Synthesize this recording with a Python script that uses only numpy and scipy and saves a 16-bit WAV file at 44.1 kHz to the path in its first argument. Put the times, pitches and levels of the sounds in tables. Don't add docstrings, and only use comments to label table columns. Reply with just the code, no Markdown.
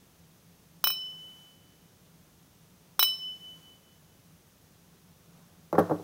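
import sys
import numpy as np
from scipy import signal
from scipy.fft import rfft, irfft, next_fast_len
from scipy.io import wavfile

SR = 44100
rng = np.random.default_rng(int(sys.argv[2]) if len(sys.argv) > 2 else 0)


def wav_out(sig):
    wavfile.write(sys.argv[1], SR, np.round(np.clip(np.atleast_2d(sig).T, -1, 1) * 32767).astype(np.int16))


N = 265967
TIME = np.arange(N) / SR

# (t/s, new ringing level/dB, earlier ringing that survives level/dB, clack level/dB, shimmer level/dB)
CLINKS = [
    [(0.8403, -2.5, 0, -1, -1.5), (0.8714, -3.5, -21, -2.5, -5), (0.9021, -7.5, -4.5, -12.5, -14)],
    [(2.9928, 0, -3, 2, 2), (3.0270, -0.5, -9, -2, 2.5)],
]


def from_db(db):
    return 10 ** (np.asarray(db) / 20)


def noise(spectrum):
    hz, db = np.transpose(spectrum)
    size = next_fast_len(N)
    grid = np.maximum(np.fft.rfftfreq(size, 1 / SR), 1)
    gain = from_db(np.interp(np.log(grid), np.log(hz), db))
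    white = rng.standard_normal(size)
    x = irfft(rfft(white) * gain, size)[:N]
    return x / np.std(x)


def decay(start, t60):
    age = TIME - start
    return (age >= 0) * np.exp(-np.log(1000) * np.clip(age / t60, 0, 10))


def swell(peak_s, rise_db_per_s, fall_db_per_s):
    age = TIME - peak_s
    return from_db(np.minimum(rise_db_per_s * age, -fall_db_per_s * age))


def click(start, db):
    return from_db(db) * (np.arange(N) == round(start * SR))


def ring(force, hz, t60):
    r = np.exp(-np.log(1000) / (t60 * SR))
    w = 2 * np.pi * hz / SR
    return signal.lfilter([0, np.sin(w)], [1, -2 * r * np.cos(w), r * r], force + 1e-18)


def low_pass(x, hz, order=2):
    sections = signal.butter(order, min(hz, .45 * SR), fs=SR, output="sos")
    return signal.sosfilt(sections, x + 1e-18)


def high_pass(x, hz, order=2):
    sections = signal.butter(order, hz, "high", fs=SR, output="sos")
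    return signal.sosfilt(sections, x + 1e-18)


def drone(hz=167, t60=0.084):
    x = ring(ring(rng.standard_normal(N), hz, t60), hz, t60)
    return x / np.std(x)


def background(air_db=-56.5, drone_db=-65.5, whine_t60=0.05):
    # (f/Hz, relative level/dB)
    air_colour = [(15, -55), (25, -23), (91, -4.5), (137, -7.5), (165, 0.5), (205, -9.5), (361, -15),
                  (403, -14.5), (637, -18.5), (2150, -26), (3390, -25), (4450, -27.5), (6490, -24.5),
                  (7030, -29), (15800, -28)]
    # (f/Hz, level/dB)
    whine_tones = [(6940, -90), (5650, -97)]
    out = from_db(air_db) * noise(air_colour) + from_db(drone_db) * drone()
    for hz, db in whine_tones:
        whine = ring(rng.standard_normal(N), hz, whine_t60)
        out += from_db(db) * whine / np.std(whine)
    return out


def arms(rustle_db=-61, rumble_db=-54):
    # (f/Hz, relative level/dB)
    rustle_colour = [(100, -20), (300, 3), (1100, -2.5), (2000, -13), (8000, -21)]
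    effort = swell(peak_s=5.37, rise_db_per_s=110, fall_db_per_s=36)
    rustle = from_db(rustle_db) * noise(rustle_colour)
    rumble = from_db(rumble_db) * drone()
    return effort * (rustle + rumble)


def room(x, early_db, late_db, early_t60=0.13, late_t60=0.68, gap=0.0054):
    # (f/Hz, relative level/dB)
    room_colour = [(80, 12), (500, 6), (1500, -1.5), (5000, 6.5), (15000, -3)]
    out = x
    for db, t60 in (early_db, early_t60), (late_db, late_t60):
        echo = (noise(room_colour) * decay(gap, t60))[:SR]
        echo = echo / np.linalg.norm(echo)
        out = out + from_db(db) * signal.fftconvolve(x, echo)[:N]
    return out


def table(body_db=-16, body_t60=0.023, tail_db=-32, tail_t60=0.3, hardness=1.66, swell_hz=700, scatter_db=2.0):
    # (t/s, knock level/dB, contact brightness f/Hz, glassy tick level/dB, tick t60/s)
    set_downs = [(5.7279, -6, 1290, -37.5, 0.012), (5.7397, -7.5, 600, -66, .028),
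                 (5.7519, -9, 1800, -64, .028), (5.7811, 2.5, 1200, -47.5, 0.037),
                 (5.7852, 1, 1290, -41, 0.044), (5.7905, -1.5, 1510, -37.5, 0.043),
                 (5.8089, -12, 1100, -65, .028), (5.8960, -10.5, 900, -56, .028),
                 (5.9100, -3.5, 660, -70, .028), (5.9170, -4, 620, -57, .028),
                 (5.9971, -15, 249, -72, .028)]
    # (f/Hz, t60/s, level/dB before random scatter)
    table_modes = [(98, 0.203, -31.5), (173, 0.23, -29), (302.4, 0.12, -22), (410, 0.05, -25),
                   (436, 0.1, -26), (494, 0.072, -23), (564, 0.054, -16), (687, 0.012, -18),
                   (790, 0.046, -23.5), (840, 0.047, -18), (988, 0.042, -31), (1126, 0.093, -25.5),
                   (1366, 0.15, -36)]
    # (f/Hz, relative level/dB)
    table_body = [(40, -29), (100, -19), (200, 0), (330, 0), (560, 4), (850, -2.5), (1400, -7.5),
                  (1900, -18), (2600, -35), (5000, -27)]
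    # (f/Hz, relative level/dB)
    tick_colour = [(2000, 1), (5000, -2.5), (8000, -9), (11500, 2.5), (15500, -2)]
    # (f/Hz, relative level/dB)
    hiss_colour = [(1000, 3), (3000, -4), (6000, -4), (8000, -8), (15500, -9)]
    foot_hz, foot_t60, foot_db = 6020, .07, -19

    out, ticks = np.zeros((2, N))
    body = noise(table_body)
    for s, knock_db, bright_hz, tick_db, tick_t60 in set_downs:
        at = round(s * SR)
        force = low_pass(click(s, knock_db)[at:], bright_hz)
        for k, (hz, t60, db) in enumerate(table_modes):
            gain = from_db(db + scatter_db * rng.normal())
            out[at:] += (-1) ** k * gain * ring(force, hz, t60)

        shake = from_db(knock_db + body_db) * decay(s, body_t60)
        shake += from_db(knock_db + tail_db) * decay(s, tail_t60)
        shifted_body = np.roll(body, rng.integers(N))
        thud = low_pass(shake[at:], swell_hz) * shifted_body[at:]
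        out[at:] += low_pass(thud, hardness * bright_hz)

        out[at:] += ring(click(s, tick_db + foot_db)[at:], foot_hz, foot_t60)
        ticks += from_db(tick_db) * decay(s, tick_t60)

    hiss = from_db(-58) * decay(start=5.795, t60=3.0)
    return out + ticks * noise(tick_colour) + hiss * noise(hiss_colour)


def contacts(shimmer_db=-22, shimmer_t60=0.054, flare_db=-16, flare_t60=0.014, flare_delay=0.002):
    # (f/Hz, t60/s, level/dB)
    clack_modes = [(1112, 0.0055, -11), (1515, 0.0043, -13.5), (3290, 0.0023, -51), (3960, 0.028, -30.5),
                   (5800, 0.012, -39)]
    # (f/Hz, relative level/dB)
    shimmer_colour = [(700, -20), (2400, -12), (3700, -6.5), (4800, -22), (5400, -11), (6000, -6),
                      (6600, -22.5), (7900, -22), (9200, -11.5), (10500, -19), (11900, -6), (12700, -11),
                      (14000, 2), (15300, -7), (15900, -3.5)]
    force, glitter = np.zeros(N), np.zeros(N)
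    for s, _, _, clack_db, bright_db in CLINKS[0] + CLINKS[1]:
        force += click(s, clack_db)
        glitter += from_db(bright_db + shimmer_db) * decay(s, shimmer_t60)
        glitter += from_db(bright_db + flare_db) * decay(s + flare_delay, flare_t60)

    clack = np.zeros(N)
    for k, (hz, t60, db) in enumerate(clack_modes):
        clack += (-1) ** k * from_db(db) * ring(force, hz, t60)
    return clack, glitter * noise(shimmer_colour)


def bowls(scatter_db=0.5, attack_hz=400):
    # (f/Hz, t60/s, level in the first clink/dB, level in the second clink/dB)
    bowl_modes = [ (2466, .14, -48, -37.5), (2492, .14, -34, -47), (3003.3, 1.38, -40, -29.5),
                  (3008.05, 1.38, -26, -31.3), (3942, .31, -31, -27.5), (3953, .12, -37, -23.5),
                  (4014, .05, -35, -26), (5300, .55, -36, -26.5), (5322.5, .52, -26.5, -36.5),
                  (5995, .08, -35, -33), (8302, .18, -42, -38), (8678, .28, -45, -36),
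                  (8716, .16, -34.5, -44), (9780, .09, -46, -40), (11836, .1, -36, -38),
                  (13105, .21, -46, -33), (13500, .06, -35, -30), (13594, .1, -27, -39),
                  (14445, .07, -35, -31), (14648, .09, -35, -26), (14722, .095, -16.5, -35),
                  (14733, .115, -39, -18.5), (15150, .06, -31, -24), (15250, .06, -31, -27)]
    pair_lag = [-.1, 3.85]
    out = np.zeros(N)
    age = TIME[:2 * SR]
    for which, touches in enumerate(CLINKS):
        first = round(touches[0][0] * SR)
        for k, (hz, t60, *levels_db) in enumerate(bowl_modes):
            energy = np.zeros(len(age))
            fade = np.exp(-2 * np.log(1000) * np.minimum(age / t60, 10))
            for s, ring_db, kept_db, _, _ in touches:
                at = round(s * SR) - first
                fresh = from_db(ring_db + scatter_db * rng.normal()) ** 2 * fade[:len(age) - at]
                kept = energy[at:] * from_db(min(kept_db, 0)) ** 2
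                energy[at:] = kept + fresh
            tone = np.sin(2 * np.pi * hz * age + k * pair_lag[which])
            height = low_pass(np.sqrt(energy), attack_hz, order=1)
            out[first:first + len(age)] += from_db(levels_db[which]) * height * tone
    return out


def scene():
    clack, shimmer = contacts()
    rings = room(bowls(), early_db=-24, late_db=-42)
    hits = room(clack, early_db=-16.5, late_db=-20)
    hits = hits + room(shimmer, early_db=-15, late_db=-18.5)
    knocks = room(table(), early_db=-12, late_db=-21)
    glasses = high_pass(rings + hits, hz=422)
    return (glasses + high_pass(knocks, hz=147) + background() + arms())[None]


def record(dry, open_db=-58, range_db=7, lift_db=3.0, release_hz=3.0, rumble_hz=125):
    power = low_pass(high_pass(dry, 1100) ** 2, release_hz, order=1)
    level_db = 10 * np.log10(np.abs(power) + 1e-12)
    is_open = np.clip((level_db - open_db) / range_db, 0, 1)
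    opened = high_pass(dry, rumble_hz, order=1)
    closed = from_db(-lift_db) * dry
    gated = is_open * opened + (1 - is_open) * closed
    top_cut = signal.ellip(10, .2, 80, 15750, fs=SR, output="sos")
    return signal.sosfilt(top_cut, gated)


dry = scene()
out = record(dry)
wav_out(out)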